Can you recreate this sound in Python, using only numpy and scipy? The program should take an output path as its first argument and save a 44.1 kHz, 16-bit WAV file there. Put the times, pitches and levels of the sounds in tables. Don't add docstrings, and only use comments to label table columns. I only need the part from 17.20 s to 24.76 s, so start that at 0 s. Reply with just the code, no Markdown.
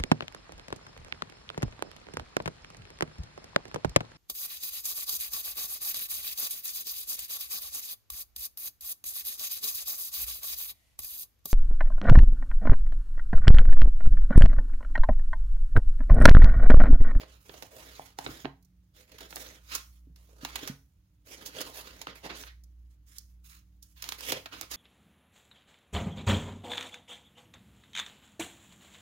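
import sys
import numpy as np
from scipy import signal
from scipy.fft import rfft, irfft
from scipy.io import wavfile
from scipy.ndimage import uniform_filter1d, map_coordinates

SR = 44100
rng = np.random.default_rng(int(sys.argv[2]) if len(sys.argv) > 2 else 0)


def digitize_waveform(pressure):
    field = np.atleast_2d(pressure).T
    bounded = np.clip(field, -1, 1)
    quanta = np.round(bounded * 32767).astype(np.int16)
    wavfile.write(sys.argv[1], SR, quanta)


N = 333396

# (time [s], relative level [dB])
HUM_LEVEL = [(0.0, -53.5), (0.29, -67), (0.71, -55), (1.05, -73), (1.09, -51.5), (1.22, -68.5), (1.28, -63),
             (1.52, -80), (1.6, -67), (3.37, -52.5), (3.41, -62.5), (5.01, -60.5), (5.14, -52),
             (7.05, -62.5), (7.31, -80), (7.56, -50)]
# (frequency [Hz], level [dB])
HUM_LINES = [(99, -72.5), (180, -73), (300, -83.5)]
# (frequency [Hz], relative density [dB per Hz])
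AIR_SPECTRUM = [(20, -34), (40, -6), (60, -1.5), (85, -10.5), (130, -12.5), (180, -22.5), (240, -27),
                (300, -26), (400, -37.5), (700, -42.5), (3000, -45.5), (7000, -49.5), (16000, -43.5)]
# (start [s], length [s], rustle halfway [dB], swell over the stroke [dB],
# flutter re rustle [dB], fibre hiss re rustle [dB])
STROKES = [(0, .035, -49.5, -13, 4.5, -7.5), (0.054, 0.098, -65.5, 13, -1, -5),
           (0.16, 0.11, -73.5, 14, -3, 3.5), (0.249, 0.21, -59.5, 1.5, 3.5, -1.5),
           (0.504, .16, -56.5, 4, 4.5, -1.5), (0.672, 0.22, -56, -3.5, -3, -3.5),
           (0.974, .19, -51.5, 4.5, 0.5, -3.5), (1.193, 0.018, -57.5, 5, -5, -1),
           (1.737, 0.081, -63, 7, -2, -3), (1.865, 0.088, -63, 9, 1, -7), (1.994, 0.048, -51.5, 5.5, 1, -6),
           (2.087, 0.13, -55.5, 13, 2.5, 3), (2.226, 0.14, -55.5, -6, -0.5, -4),
           (2.407, 0.069, -66.5, 15, -10, 0), (2.479, 0.069, -46, 17.5, -10.5, -4.5),
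           (2.584, 0.19, -75.5, 4, -9, 1.5), (2.96, 0.13, -72.5, -5, 0.5, 1),
           (3.078, 0.16, -71.5, 3, 11, 1), (3.205, .29, -49.5, 3.5, -2.5, -6.5),
           (4.049, 0.088, -57.5, 14.5, 0, -0.5), (4.164, 0.13, -55, 3, 2.5, -7),
           (4.318, 0.092, -47.5, 16.5, 0.5, -6), (4.456, 0.062, -52.5, -11.5, 5, -2),
           (4.527, 0.06, -51.5, 13, -6, -0.5), (4.593, 0.23, -54, -1.5, -1, -6.5),
           (4.866, 0.026, -45, 3.5, -1.5, -20), (4.946, 0.011, -54, 6.5, -0.5, -2.5),
           (5.023, 0.042, -48.5, 9.5, 4.5, -9), (5.094, 0.057, -45.5, -8.5, 4.5, -17),
           (5.146, 0.094, -51, -3, -4.5, -0.5), (5.265, 0.016, -47, -6.5, -33, -21),
           (5.693, 0.039, -79.5, -3, -5, 3), (5.859, 0.11, -66.5, 9, -16, 4),
           (6.089, 0.017, -74, -6, -18, 3), (6.239, 0.023, -61.5, 1, -24, 7),
           (6.288, .08, -61, -3, -37, 1.5), (6.625, 0.14, -81, -5, -10, 9.5),
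           (6.758, 0.045, -59, 4, -15, -3.5), (6.829, 0.11, -49.5, -5, -4, -3),
           (6.972, 0.13, -44.5, 17.5, -8.5, -2), (7.091, 0.085, -42, -7, -2, -24),
           (7.31, 0.028, -46, 9, -3.5, -12), (7.355, 0.074, -51, 6, -2.5, -8),
           (7.499, 0.037, -42, 6, -12.5, -2)]
# flutter, rustle, hiss [dB/s]
RELEASE_DB_PER_S = [297, 300.5, 326]
# flutter, rustle, hiss [dB]
RESTING_DB = [-88.5, -90, -87.5]
REGISTERS_HZ = [740, 1300, 4000, 7500]
# (frequency [Hz], relative density [dB per Hz])
PAPER_COLOUR = [(150, 3.5), (300, 8.5), (500, 11.5), (800, 5), (1300, 5.5), (2000, 4.5), (3000, 4.5),
                (4200, 3.5), (5900, 3), (8200, 5.5), (14000, 2.5)]
# (frequency [Hz], likeness [0..1])
LIKENESS = [(200, 0.94), (1000, 0.77), (3000, 0.49), (15000, 0.079)]
# (time [s], relative crack [dB], relative body [dB], relative crispness [dB], crumple t60 [s])
SNAPS = [(0.0152, -46, -54, -68, 0.022), (0.0334, -36, -35.5, -81, .025), (0.2951, -34, -64, -70, 0.02),
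         (0.3412, -42, -41.5, -54, 0.07), (0.4247, -35, -34.5, -43.5, 0.051),
         (0.9876, -28.5, -31.5, -42, 0.014), (1.0638, -23, -28.5, -80, 0.017),
         (1.2475, -31, -35.5, -97, 0.036), (1.255, -27, -30.5, -96, 0.012), (1.427, -92, -92, -64, .03),
         (1.4487, -90, -84.5, -63.5, 0.046), (1.919, -44.5, -69, -55, 0.038),
         (1.985, -37, -64, -49.5, 0.055), (2.0079, -35, -51, -49, 0.044), (2.1075, -45, -47, -46, 0.049),
         (2.1265, -33.5, -48, -78, 0.029), (2.159, -49, -40, -35, 0.014), (2.167, -28, -38, -54, 0.03),
         (2.2638, -39.5, -63, -55.5, 0.041), (2.5518, -33.5, -43, -26, 0.055),
         (2.961, -52.5, -89, -58, .04), (3.2496, -22.5, -33, -37, 0.02), (3.3576, -20, -40.5, -34, 0.035),
         (3.391, -31.5, -66, -56, 0.023), (3.476, -28, -43, -34.5, 0.056), (4.2617, -35.5, -48, -34, 0.09),
         (4.407, -32, -38, -39.5, 0.012), (4.4144, -31, -53, -33.5, 0.039), (4.816, -33, -45.5, -40, .036),
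         (4.87, -30.5, -35.5, -53.5, 0.02), (5.1003, -24, -46, -61.5, 0.093),
         (5.237, -33.5, -70, -63.5, 0.018), (5.275, -49, -62, -61, 0.024), (5.438, -84, -70, -58, .036),
         (5.9843, -68, -71, -38.5, 0.02), (6.6274, -67, -79, -46.5, 0.059), (6.8237, -32, -77, -35.5, .025),
         (6.841, -32, -68, -42, 0.019), (6.8901, -29, -46, -33.5, 0.019), (6.9215, -24, -52, -39.5, 0.015),
         (7.008, -35.5, -68, -41, .025), (7.1212, -18, -23, -27, 0.038), (7.26, -27, -42.5, -50, 0.034),
         (7.412, -35, -38, -33.5, 0.015), (7.514, -51, -40.5, -37, 0.032)]
CRACK_BAND_HZ = [880, 4400]
# (time [s], level [dB], pitch [Hz])
FLOPS = [(0.294, -35.5, 410), (.424, -36.5, 510), (.7956, -24, 790), (0.9894, -20.5, 790),
         (1.065, -24, 420), (1.091, -30, 317), (1.097, -42, 100), (1.2461, -27, 233), (1.2545, -26.5, 332),
         (2.871, -45.5, 257), (2.899, -44.5, 153), (3.232, -33, 258), (3.430, -33, 313), (3.4977, -26, 211),
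         (4.871, -20.5, 1320), (7.1252, -24, 430), (7.129, -42, 124)]
# (frequency [Hz], relative level [dB], t60 [s])
DESK_MODES = [(140.8, 12.5, 0.25), (238, 3.5, .11), (272.3, 0, 0.35), (337, 8, 0.027), (435, -10.5, 0.38),
              (604, -17, 0.091)]
# (frequency [Hz], right minus left [dB])
SHADE = [(200, 3), (700, 2.5), (2400, 7), (4400, 5), (8000, 9.5), (15000, 7)]
# (frequency [Hz], t60 [s])
ROOM_T60 = [(150, 0.09), (1000, 0.2665), (4000, 0.2238), (15000, 0.61)]
# (frequency [Hz], relative reverberation level [dB])
ROOM_LEVEL = [(150, -9.5), (1000, -6), (4000, -9), (15000, -15.5)]
# (frequency [Hz], gain [dB])
MICROPHONE = [(20, -15.5), (50, 1.5), (7000, 2.5), (7400, -6.5), (9500, -3.5), (14000, -1)]
BAND_EDGES_HZ = [130, 250, 400, 630, 1000, 1600, 2500, 3600, 5000, 7100, 9500, 12500, 17000]

TIME = np.arange(N) / SR
HZ = np.arange(N // 2 + 1) * SR / N
HUM_HZ, AIR_DB = 59.3, -66
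GRIP_S, GRIP_DB = .018, 16
MIRROR_S, MIRROR_SWING, MIRROR_DB = 0.000705, 0.32, -9.5
FIRST_CRACK_SHARE = 0.091
CRACK_SLOPE_DB_PER_OCTAVE, SLOPE_PER_CRISP_DB = 0.5, 0.086
PUFF_CYCLES = 7.4
RIGHT_LEAD_S = .00027
ECHO_S, ECHO_DB = 0.0075, -15
CUTOFF_HZ = 16000


def from_db(db):
    return np.exp(np.asarray(db) * (np.log(10) / 20))


def rms_one(x):
    return x / np.sqrt(np.mean(x ** 2) + 1e-20)


def at_hz(points, hz):
    table_hz, value = np.transpose(points)
    return np.interp(np.log(hz + 1e-9), np.log(table_hz), value)


def drift(per_s):
    knots = rng.standard_normal(2000)
    joined = np.interp(TIME * per_s, np.arange(len(knots)), knots)
    return rms_one(uniform_filter1d(joined, max(1, int(SR / per_s))))


def bands():
    for low, high in zip(BAND_EDGES_HZ, BAND_EDGES_HZ[1:]):
        sos = signal.butter(2, [low, high], "band", fs=SR, output="sos")
        yield np.sqrt(low * high), high - low, sos


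def delayed(x, s):
    return np.pad(x, (int(abs(s) * SR + .5), 0))[:N]


def background(waver_db, hum_db):
    level_db = np.interp(TIME, *np.transpose(HUM_LEVEL))
    hum = 0
    for hz, db in [(HUM_HZ, level_db + hum_db)] + list(HUM_LINES):
        tone = np.sin(2 * np.pi * (hz * TIME + rng.random()))
        hum = hum + tone * from_db(db + waver_db * drift(4.4))
    white = rfft(rng.standard_normal((3, N)))
    shared = 1 / (1 + (HZ / 700) ** 2)
    pair = np.sqrt(shared) * white[2] + np.sqrt(1 - shared) * white[:2]
    air = irfft(pair * from_db(at_hz(AIR_SPECTRUM, HZ)), N)
    return (hum + from_db(AIR_DB) * rms_one(air)) * from_db([[-1.1], [1.1]])


def strokes():
    power = from_db(np.array(RESTING_DB))[:, None] ** 2 * np.ones(N)
    release = np.array(RELEASE_DB_PER_S)[:, None]
    for start, length, db, swell, flutter, hiss in STROKES:
        span = slice(max(0, int(start * SR) - SR // 20), int((start + length + .5) * SR))
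        t = TIME[span] - start
        held = db + swell * (np.clip(t / length, 0, 1) - .5)
        grip = GRIP_DB * np.maximum(1 - t / GRIP_S, 0) ** 2
        shape = held - grip - release * np.maximum(t - length, 0)
        power[:, span] += from_db(shape + np.array([[flutter], [0], [hiss]])) ** 2
    return 10 * np.log10(power)


def friction(catches_per_s, spread_db, grain_share):
    sizes = from_db(spread_db * np.minimum(rng.exponential(1, N), 4)) * rng.choice([-1, 1], N)
    ticks = rms_one(sizes * (rng.random(N) < catches_per_s / SR))
    share = np.clip(grain_share, 0, 1)
    return np.sqrt(share) * ticks + np.sqrt(1 - share) * rng.standard_normal(N)


def sliding(judder_db, patchy_db, clump_db, crinkle_db, colour_db):
    flutter, rustle, hiss = strokes()
    crinkle = friction(catches_per_s=450, spread_db=5.5, grain_share=0.98)
    crinkle = rms_one(crinkle * from_db(clump_db * drift(40)))
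    grains = [friction(catches_per_s=3000, spread_db=2.5, grain_share=0.6) for _ in range(2)]
    scatter = rng.standard_normal((2, N))
    judder = judder_db * drift(150)
    out = np.zeros((2, N))
    for k, (hz, width_hz, sos) in enumerate(bands()):
        to_rustle = np.interp(hz, REGISTERS_HZ[:2], [0, 1])
        to_hiss = np.interp(hz, REGISTERS_HZ[2:], [0, 1])
        bend = drift(45)
        level_db = flutter + to_rustle * (rustle - flutter) + to_hiss * (hiss - rustle)
        level_db = level_db + at_hz(PAPER_COLOUR, hz) + judder + patchy_db * bend
        crinkle_gain = from_db(crinkle_db + colour_db * bend)
        mid = rms_one(signal.sosfilt(sos, grains[k % 2] + crinkle * crinkle_gain))
        side = rms_one(signal.sosfilt(sos, scatter[k % 2]))
        alike = np.clip(at_hz(LIKENESS, hz), 0, 1)
        pair = np.sqrt(1 + alike) * mid + np.sqrt(1 - alike) * side * [[1], [-1]]
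        out += from_db(level_db) * np.sqrt(width_hz / SR) * pair
    return out


def mirrored(pair):
    lag_s = MIRROR_S * np.exp(MIRROR_SWING * drift(9))
    gain = from_db(MIRROR_DB)
    back = np.array([map_coordinates(side, [(TIME - lag_s) * SR]) for side in pair])
    return (pair + gain * back) / np.sqrt(1 + gain ** 2)


def snaps(body_db, crack_db, crisp_db, spread_db, scatter_share, build_share):
    lead = SR // 100
    t = TIME[:SR // 10] - lead / SR
    drive = np.zeros((3, 2, N + len(t)))
    apart, share = np.clip([scatter_share, FIRST_CRACK_SHARE], 0, 1)
    crack_hz = np.clip(np.arange(len(t) // 2 + 1) * SR / len(t), *CRACK_BAND_HZ)
    octaves = np.log2(crack_hz / np.sqrt(np.prod(CRACK_BAND_HZ)))
    for s, crack, body, crisp, t60 in SNAPS:
        noise = rng.standard_normal((4, len(t)))
        shape_db = 60 * np.minimum(t / build_share, -t) / max(t60, .003)
        creases = np.sqrt(apart) * noise[:2] + np.sqrt(1 - apart) * noise[2]
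        creases = creases * from_db(spread_db * noise[3] + shape_db)
        burst = creases * np.sqrt(2 * (1 - share) / np.sum(creases ** 2))
        burst[:, lead] -= np.sqrt(share)
        slope_db = CRACK_SLOPE_DB_PER_OCTAVE + SLOPE_PER_CRISP_DB * (crisp - crack)
        tilted = irfft(rfft(burst) * from_db(slope_db * octaves), len(t))
        gains = from_db([body + body_db, crack + crack_db, crisp + crisp_db])
        at = int(s * SR) - lead
        drive[:, :, at:at + len(t)] += gains[:, None, None] * np.array([burst, tilted, burst])
    out = 0
    for edges_hz, part in zip([(240, 820), CRACK_BAND_HZ, (4700, 19000)], drive):
        sos = signal.butter(4, edges_hz, "band", fs=SR, output="sos")
        out = out + signal.sosfilt(sos, part[:, :N])
    return out


def flops(desk_db, swell_s):
    t = TIME[:SR // 2]
    out = np.zeros(N + len(t))
    for s, db, hz in FLOPS:
        puff_fade = from_db(-60 * t * hz / PUFF_CYCLES) * (1 - np.exp(-3 * hz * t))
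        blow = np.sin(2 * np.pi * hz * t) * puff_fade
        for mode_hz, mode_db, mode_t60 in DESK_MODES:
            reach = (2 / (mode_hz / hz + hz / mode_hz)) ** 2
            ring = np.sin(2 * np.pi * (mode_hz * t + rng.random()))
            ring = ring * from_db(desk_db + mode_db - 60 * t / mode_t60)
            blow += reach * ring * (1 - np.exp(-t / swell_s))
        at = int(s * SR)
        out[at:at + len(t)] += from_db(db) * blow
    return out[:N]


def room(pair):
    tilt_db = at_hz(SHADE, HZ) / 2
    left, right = irfft(rfft(pair) * from_db([-tilt_db, tilt_db]), N)
    direct = np.array([delayed(left, RIGHT_LEAD_S), right])
    out = direct + from_db(ECHO_DB) * np.array([delayed(side, ECHO_S) for side in direct])
    t, tail = TIME[:SR // 2], 0
    for hz, _, sos in bands():
        noise = rng.standard_normal((3, len(t)))
        shared = 1 / (1 + (hz / 1000) ** 2)
        noise = np.sqrt(shared) * noise[2] + np.sqrt(1 - shared) * noise[:2]
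        fade = from_db(-60 * t / at_hz(ROOM_T60, hz)) * np.clip(t / 0.0034, 0, 1)
        fade = fade / np.sqrt(np.sum(fade ** 2))
        tail = tail + from_db(at_hz(ROOM_LEVEL, hz)) * signal.sosfilt(sos, noise) * fade
    return out + signal.fftconvolve(pair, tail, axes=1)[:, :N] * from_db([[-.6], [.6]])


def scene():
    rustle = sliding(judder_db=2.0, patchy_db=1.5, clump_db=-0.5, crinkle_db=-4, colour_db=2.0)
    hits = snaps(body_db=30, crack_db=18.5, crisp_db=25.5,
                 spread_db=6.0, scatter_share=0.73, build_share=0.23)
    hits = hits + flops(desk_db=-29.5, swell_s=0.001)
    return room(mirrored(rustle) + hits) + background(waver_db=2.46, hum_db=1.5)


def record(dry):
    coloured = irfft(rfft(dry) * from_db(at_hz(MICROPHONE, HZ)), N)
    return signal.sosfilt(signal.ellip(10, .2, 75, CUTOFF_HZ, fs=SR, output="sos"), coloured)


dry = scene()
out = record(dry)
digitize_waveform(out)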